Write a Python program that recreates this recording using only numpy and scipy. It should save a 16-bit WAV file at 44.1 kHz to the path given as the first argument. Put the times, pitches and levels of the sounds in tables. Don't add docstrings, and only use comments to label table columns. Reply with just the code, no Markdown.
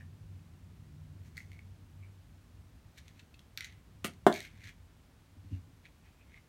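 import sys
import numpy as np
from scipy import signal
from scipy.fft import rfft, irfft
from scipy.io import wavfile

SR = 44100
rng = np.random.default_rng(int(sys.argv[2]) if len(sys.argv) > 2 else 0)


def to_wav(s):
    ch = np.atleast_2d(s).T
    pcm = np.round(np.clip(ch, -1, 1) * 32767)
    wavfile.write(sys.argv[1], SR, pcm.astype(np.int16))


N = 286043
TIME = np.arange(N) / SR


# time in seconds, level in dB.
RUMBLE_LEVEL = [(0, -50), (.6, -50.5), (1.3, -49.5), (2.35, -58), (2.6, -53.5), (3.5, -59), (4.0, -52.5),
                (4.7, -55.5), (5.1, -64.5), (5.6, -56.5), (6.49, -63)]
# frequency in Hz, density in dB per Hz.
RUMBLE_COLOUR = [(55, -6.5), (78, 0), (95, 4.5), (120, -10.5), (155, -4), (195, -12.5), (240, -15),
                 (290, -18.5), (400, -28)]
# frequency in Hz, density in dB per Hz.
FLOOR_COLOUR = [(25, -22.5), (45, -2.5), (65, -1), (120, -14), (250, -14.5), (370, -22.5), (550, -24.5),
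                (1000, -26.5), (2300, -31), (3500, -33.5), (5000, -36.5), (9000, -40), (10500, -42),
                (16000, -43.5)]
# time in seconds, low tone in dB, high tone in dB.
DRONE_LEVELS = [(0.0, -51.5, -59), (0.67, -63, -68), (0.95, -59, -53.5), (1.6, -52, -67.5),
                (1.87, -63, -67), (2.02, -45.5, -65), (2.27, -65, -82), (2.3, -79, -71)]
DRONE_LOW_HZ, DRONE_RISE_HZ_PER_S, DRONE_HIGH_HZ, DRONE_FADE_S = 90, 2.627, 150.3, 0.12

# time of the top in seconds, rise in seconds,
# fall in seconds, tapping in dB, sliding in dB, sliding treble in dB, shell pitch in Hz.
SHAKES = [(0.01, 0.027, 0.012, -48.5, -60, -76.5, 1790), (0.394, 0.0024, 0.0064, -57, -74, -66.5, 2620),
          (1.265, 0.027, .025, -62, -70, -66.5, 2300), (1.382, 0.017, 0.04, -48, -68, -60, 2130),
          (1.545, 0.028, 0.034, -52, -76, -73, 2200), (2.043, 0.013, 0.008, -45, -76, -90, 2300),
          (2.985, .015, 0.0092, -57, -57, -58.5, 2010), (3.085, 0.03, 0.021, -64, -66, -70, 2080),
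          (3.2, 0.032, 0.01, -63, -63, -70, 2600), (3.578, 0.00099, 0.011, -37, -48, -52, 1550),
          (3.615, 0.013, 0.051, -46, -48.5, -67, 2050), (3.65, 0.0078, 0.0096, -48, -64, -51.5, 2000),
          (4.35, .014, 0.046, -36.5, -43.5, -48.5, 2210), (4.455, .03, 0.018, -46, -53.5, -64, 2280),
          (4.688, .055, 0.012, -44, -50, -59, 2100), (5.535, 0.032, .035, -59.5, -67.5, -69.5, 2800),
          (5.86, .008, 0.0086, -55, -51, -77, 2480), (6.06, .018, 0.034, -58, -68, -78, 2506),
          (6.21, .02, 0.033, -59, -72, -91, 2510), (6.377, .045, 0.009, -47.5, -61, -76, 2140)]
# frequency in Hz, density in dB per Hz.
SLIDE_RING = [(1300, -20.5), (1700, -3), (2000, -5.5), (2280, 1.5), (2650, -6), (3100, -8), (3500, -8),
              (4100, -8.5), (5000, -28), (6000, -19.5)]
# frequency in Hz, density in dB per Hz.
BEAD_TREBLE = [(1400, -6), (2500, -4.5), (3600, 5), (4300, 6.5), (5000, -4.5), (6200, 0), (7500, -5.5),
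               (9000, -6), (10400, -12), (12000, -5.5), (16000, -13.5)]
# pitch as a ratio to the lowest mode, width in Hz, level in dB.
SHELL_MODES = [(1, 165.9, 4.5), (1.109, 197.5, -12), (1.449, 345.6, -23), (1.95, 452, -16),
               (2.62, 345, -48)]
STRAYS_PER_S, STRAY_SPREAD_DB = 100, 2.5
# start in seconds, ring in dB, snap energy in dB,
# shell pitch in Hz, contact length in seconds.
TICKS = [(1.3698, -41, -24, 2180, 0.0024), (1.3782, -29.5, -23.5, 2040, 0.00081),
         (1.404, -39.5, -49, 2130, .001), (1.517, -45.5, -35, 2130, .0015), (1.531, -47, -39, 2170, .0015),
         (1.591, -42, -40, 2220, 0.0022), (2.981, -54, -32, 2100, 0.0039),
         (3.081, -51, -32.5, 2060, 0.0014), (3.194, -50, -32, 2650, 0.0049),
         (3.342, -48, -36.5, 2630, 0.0036), (3.3923, -55, -33.5, 2730, 0.0019),
         (3.575, -32, -12.5, 2380, 0.00076), (3.6072, -27.5, -19, 2050, 0.0012),
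         (3.625, -36, -33, 2050, 0.0022), (3.645, -35, -21, 1960, 0.0036), (3.725, -54, -40, 1990, 0.0012),
         (4.1358, -60, -40, 2180, 0.00081), (4.326, -62, -16, 2320, 0.0025),
         (4.3407, -44, -19, 2160, 0.0016), (4.3665, -42, -28, 2350, 0.00052),
         (4.4046, -35, -20, 1980, 0.00055), (4.428, -48, -30, 2260, .0005),
         (4.4523, -53.5, -29, 2320, 0.00055), (4.641, -43, -33, 1850, 0.0017),
         (4.674, -44, -33, 2110, 0.0032), (5.854, -51, -40, 1990, 0.0024),
         (6.343, -45.5, -56, 2080, 0.0021)]
JAWS_OPEN_S, JAWS_BAND_HZ, JAWS_LOSS_DB = 2.6, (2800, 5000), 8

# start in seconds, level in dB, length in seconds (twice the time to the peak).
PAWS = [(3.154, -50, 0.018), (4.623, -53, .054), (5.362, -47.5, 0.018), (5.434, -48, 0.026),
        (5.507, -37, 0.031), (5.58, -49, 0.014), (5.667, -49, 0.03)]
# frequency in Hz, density in dB per Hz.
PAW_COLOUR = [(45, -23), (70, -0.5), (95, 9.5), (130, -11), (190, -12), (235, -14), (275, -9.5),
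              (370, -27.5), (600, -42.5)]

# frequency in Hz, density in dB per Hz.
SWAT_COLOUR = [(200, -0.5), (430, -8), (720, -4), (1000, -13), (1330, 1), (1520, -1), (1750, -8), (2000, 2),
               (2230, 4), (2420, -5.5), (2750, -1), (3200, -7), (4200, -10), (5500, -14), (7000, -13.5),
               (9500, -10), (12000, -12.5), (16000, -21)]
SWAT_S, SWAT_DB = 4.0455, -26.5
GRAZE_LEAD_S, GRAZE_DB = 0.0023, -14
SCRATCH_GAP_S, SCRATCH_LOSS_DB = .0062, 3

# start in seconds, level in dB, contact cut-off in Hz.
BLOWS = [(4.0459, -20.5, 159.2), (4.2656, -11, 3200)]
# frequency in Hz, level in dB, 60 dB decay in seconds before the damping factor.
WOOD_MODES = [(166, -22.5, 0.2), (198.4, -27, .3), (228, -13.5, 0.22), (282, -22, .18), (344.6, -14.5, .04),
              (401, -1, .062), (433, -7, .086), (630, -9.5, .11), (688, -17.5, .19), (720, 2.6, .043),
              (846, -0.65, .031), (975, -2.5, .029), (1053, -13, .125), (1166, -8, 0.04),
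              (1270.3, -5, .016), (1413, -19, .11), (1487, -10, 0.033), (1702, -22, 0.12),
              (1820, -21.5, .09), (2104, -20, .08)]
# frequency in Hz, density in dB per Hz.
KNOCK_CRACK = [(1000, -1.5), (1900, -2), (2550, -18.5), (2830, 0), (3000, -9.5), (3400, -2), (4000, -9.5),
               (5000, -16), (8000, -13.5), (12000, -20.5), (16000, -23)]

# delay in seconds, level in dB.
WALL_ECHOES = [(.01465, -18), (.03174, -17), (.04898, -20.5)]
# frequency in Hz, time to fall by 60 dB in seconds.
ROOM_T60 = [(150, 0.2), (400, 0.27), (900, 0.22), (2200, 0.18), (5000, 0.22), (15000, 0.11)]
CUTOFF_HZ = 15900


def from_db(db):
    return 10 ** (np.asarray(db) / 20)


def rms_one(x):
    return x / np.sqrt(np.mean(x ** 2) + 1e-20)


def at_hz(points, hz):
    table_hz, value = np.transpose(points)
    return np.interp(np.log(hz + 1e-3), np.log(table_hz), value)


def cut(x, hz, kind, order=2):
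    safe_hz = np.clip(hz, 10, .45 * SR)
    sections = signal.butter(order, safe_hz, kind, fs=SR, output="sos")
    return signal.sosfilt(sections, x + 1e-18)


def colour(x, spectrum, size=8192):
    hz = np.maximum(np.fft.rfftfreq(size, 1 / SR), 1)
    octaves_outside = np.abs(np.log2(hz / np.clip(hz, spectrum[0][0], spectrum[-1][0])))
    level_db = at_hz(spectrum, hz) - np.minimum(30 * octaves_outside, 70)
    cepstrum = irfft(np.log(from_db(level_db)))
    cepstrum[1:size // 2] *= 2
    cepstrum[size // 2 + 1:] = 0
    response = irfft(np.exp(rfft(cepstrum)))
    return signal.fftconvolve(x, response / np.linalg.norm(response))[:N]


def add(out, s, sound):
    i = round(s * SR)
    out[i:i + len(sound)] += sound[:N - i]


def burst(decay_s):
    t = TIME[:SR // 10]
    return rng.standard_normal(len(t)) * np.exp(-t / decay_s)


def room_tone(hum_hz, hum_width_hz, hum_db, rumble_db, floor_db):
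    hum_noise, rumble_noise, floor_noise = rng.standard_normal((3, N))
    hum_edges = [hum_hz - hum_width_hz / 2, hum_hz + hum_width_hz / 2]
    hum = from_db(hum_db) * rms_one(cut(hum_noise, hum_edges, "band"))
    rumble = from_db(rumble_db) * colour(rumble_noise, RUMBLE_COLOUR)
    level = from_db(np.interp(TIME, *np.transpose(RUMBLE_LEVEL)))
    floor = from_db(floor_db) * colour(floor_noise, FLOOR_COLOUR)
    return (hum + rumble) * level + floor


def drone(low_db, high_db, waver_db, waver_hz):
    s, low, high = np.transpose(DRONE_LEVELS)
    low_hz = DRONE_LOW_HZ + DRONE_RISE_HZ_PER_S * TIME
    high_hz = np.full(N, DRONE_HIGH_HZ)
    out = np.zeros(N)
    for hz, db in ((low_hz, low + low_db), (high_hz, high + high_db)):
        waver = waver_db * rms_one(cut(rng.standard_normal(N), waver_hz, "low"))
        tone = rms_one(np.sin(2 * np.pi * np.cumsum(hz) / SR))
        out += from_db(np.interp(TIME, s, db) + waver) * tone
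    return out * np.exp(-np.maximum(TIME - s[-1], 0) / DRONE_FADE_S)


def swell(s, rise_s, fall_s):
    distance = np.maximum((s - TIME) / rise_s, (TIME - s) / fall_s)
    return np.exp(-np.minimum(distance, 20))


def bead_slides(per_s, spread_db, ring_db, treble_db, dull_hz):
    sizes = from_db(spread_db * np.minimum(rng.exponential(1, N), 4))
    signs = rng.choice([-1, 1], N)
    clicks = rng.random(N) < per_s / SR
    grains = rms_one(sizes * signs * clicks)
    ring, treble = np.zeros(N), np.zeros(N)
    for s, rise_s, fall_s, _, slide_level, treble_level, _ in SHAKES:
        stream = grains * swell(s, rise_s, fall_s)
        ring += from_db(slide_level + ring_db) * stream
        treble += from_db(treble_level + treble_db) * stream
    return colour(ring, SLIDE_RING) + cut(colour(treble, BEAD_TREBLE), dull_hz, "low", order=1)


def shell(hz, swell_s):
    t = TIME[:SR // 40]
    chances_db = rng.standard_normal(len(SHELL_MODES))
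    ring = np.zeros(len(t))
    for (ratio, width_hz, db), chance_db in zip(SHELL_MODES, chances_db):
        decay = np.exp(-np.pi * width_hz * t)
        ring += from_db(db + chance_db) * decay * np.sin(2 * np.pi * ratio * hz * t)
    return ring * (1 - np.exp(-t / swell_s))


def stray_beads(ring_db, swell_s):
    out = np.zeros(N)
    for s, rise_s, fall_s, tap_level, _, _, hz in SHAKES:
        start = max(s - 4 * rise_s, 0)
        gap_chance, level_chance = rng.random((2, 80))
        times = start + np.cumsum(.5 + gap_chance) / STRAYS_PER_S
        level_db = tap_level + ring_db + STRAY_SPREAD_DB * (2 * level_chance - 1)
        strengths = np.interp(times, TIME, swell(s, rise_s, fall_s)) * from_db(level_db)
        ring = shell(hz, swell_s)
        for at, strength in zip(times[times < TIME[-1]], strengths):
            add(out, at, strength * ring)
    return cut(out, 1250, "high", order=4)


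def bead_ticks(ring_db, snap_db, swell_s, hardness):
    rings, snaps = np.zeros(N), np.zeros(N)
    for s, ring_level, snap_level, hz, length_s in TICKS:
        add(rings, s, from_db(ring_level + ring_db) * shell(hz, swell_s))
        snap = cut(burst(length_s), hardness / length_s, "low", order=1)
        add(snaps, s, from_db(snap_level + snap_db) * snap / np.linalg.norm(snap))
    return cut(rings + colour(snaps, BEAD_TREBLE), 1250, "high", order=4)


def in_jaws(x):
    held = TIME < JAWS_OPEN_S
    upper_ring = cut(x, JAWS_BAND_HZ, "band", order=1)
    return x - (1 - from_db(-JAWS_LOSS_DB)) * held * upper_ring


def paws():
    out, t = np.zeros(N), TIME[:SR // 2]
    for s, db, length_s in PAWS:
        age = 2 * t / length_s
        push = age * np.exp(1 - age)
        add(out, s, from_db(db) * push * rng.standard_normal(len(t)))
    return colour(out, PAW_COLOUR)


def swat(decay_s, count):
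    out = np.zeros(N)
    add(out, SWAT_S - GRAZE_LEAD_S, from_db(SWAT_DB + GRAZE_DB) * burst(decay_s))
    for k in range(count):
        level = from_db(SWAT_DB - k * SCRATCH_LOSS_DB)
        add(out, SWAT_S + k * SCRATCH_GAP_S, level * burst(decay_s))
    return colour(out, SWAT_COLOUR)


def knocks(crack_db, crack_s, travel_s, damping, low_hz, top_hz):
    out, crack, wood = np.zeros(N), np.zeros(N), np.zeros(N)
    t = TIME[:SR // 2]
    for hz, db, t60 in WOOD_MODES:
        arrival_s = travel_s * np.sqrt(WOOD_MODES[0][0] / hz)
        decay = from_db(db - 60 * damping * t / t60)
        add(wood, arrival_s, decay * np.sin(2 * np.pi * hz * t))
    for s, db, contact_hz in BLOWS:
        add(out, s, cut(wood, contact_hz, "low") * from_db(db))
    add(crack, BLOWS[-1][0], from_db(crack_db) * burst(crack_s))
    radiated = cut(cut(out, low_hz, "high", order=4), top_hz, "low", order=4)
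    return radiated + colour(crack, KNOCK_CRACK)


def walls(x):
    out = x.copy()
    for delay_s, db in WALL_ECHOES:
        add(out, delay_s, from_db(db) * x)
    return out


def room(x, wet_db, first_s, build_s):
    t = TIME[:SR // 2]
    tail = np.zeros(len(t))
    edges = np.geomspace(90, 18000, 12)
    for low, high in zip(edges, edges[1:]):
        band = cut(rng.standard_normal(len(t)), [low, high], "band")
        t60 = at_hz(ROOM_T60, np.sqrt(low * high))
        tail += band * from_db(-60 * t / t60)
    tail *= np.clip((t - first_s) / build_s, 0, 1)
    reflections = signal.fftconvolve(x, tail / np.linalg.norm(tail))[:N]
    return x + from_db(wet_db) * reflections


def scene():
    tone = room_tone(hum_hz=96, hum_width_hz=23, hum_db=-9.5, rumble_db=-3.5, floor_db=-61.5)
    far = drone(low_db=-1.0, high_db=-2.0, waver_db=1.3, waver_hz=14)
    slides = bead_slides(per_s=730, spread_db=2.5, ring_db=-2.5, treble_db=1.5, dull_hz=11000)
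    strays = stray_beads(ring_db=0.5, swell_s=0.0009)
    ticks = bead_ticks(ring_db=-1.5, snap_db=-3.5, swell_s=.0007, hardness=14.0)
    beads = in_jaws(slides + strays + ticks)
    toy = room(beads + swat(decay_s=0.002, count=6), wet_db=-10.0, first_s=0.0021, build_s=0.0034)
    knock = walls(knocks(crack_db=-30.5, crack_s=.012, travel_s=0.0009, damping=0.99, low_hz=187, top_hz=2184))
    wood = room(knock, wet_db=-15.5, first_s=.005, build_s=.005)
    return (tone + far + toy + paws() + wood)[None]


def record(dry):
    return signal.sosfilt(signal.ellip(10, .2, 70, CUTOFF_HZ, fs=SR, output="sos"), dry)


dry = scene()
out = record(dry)
to_wav(out)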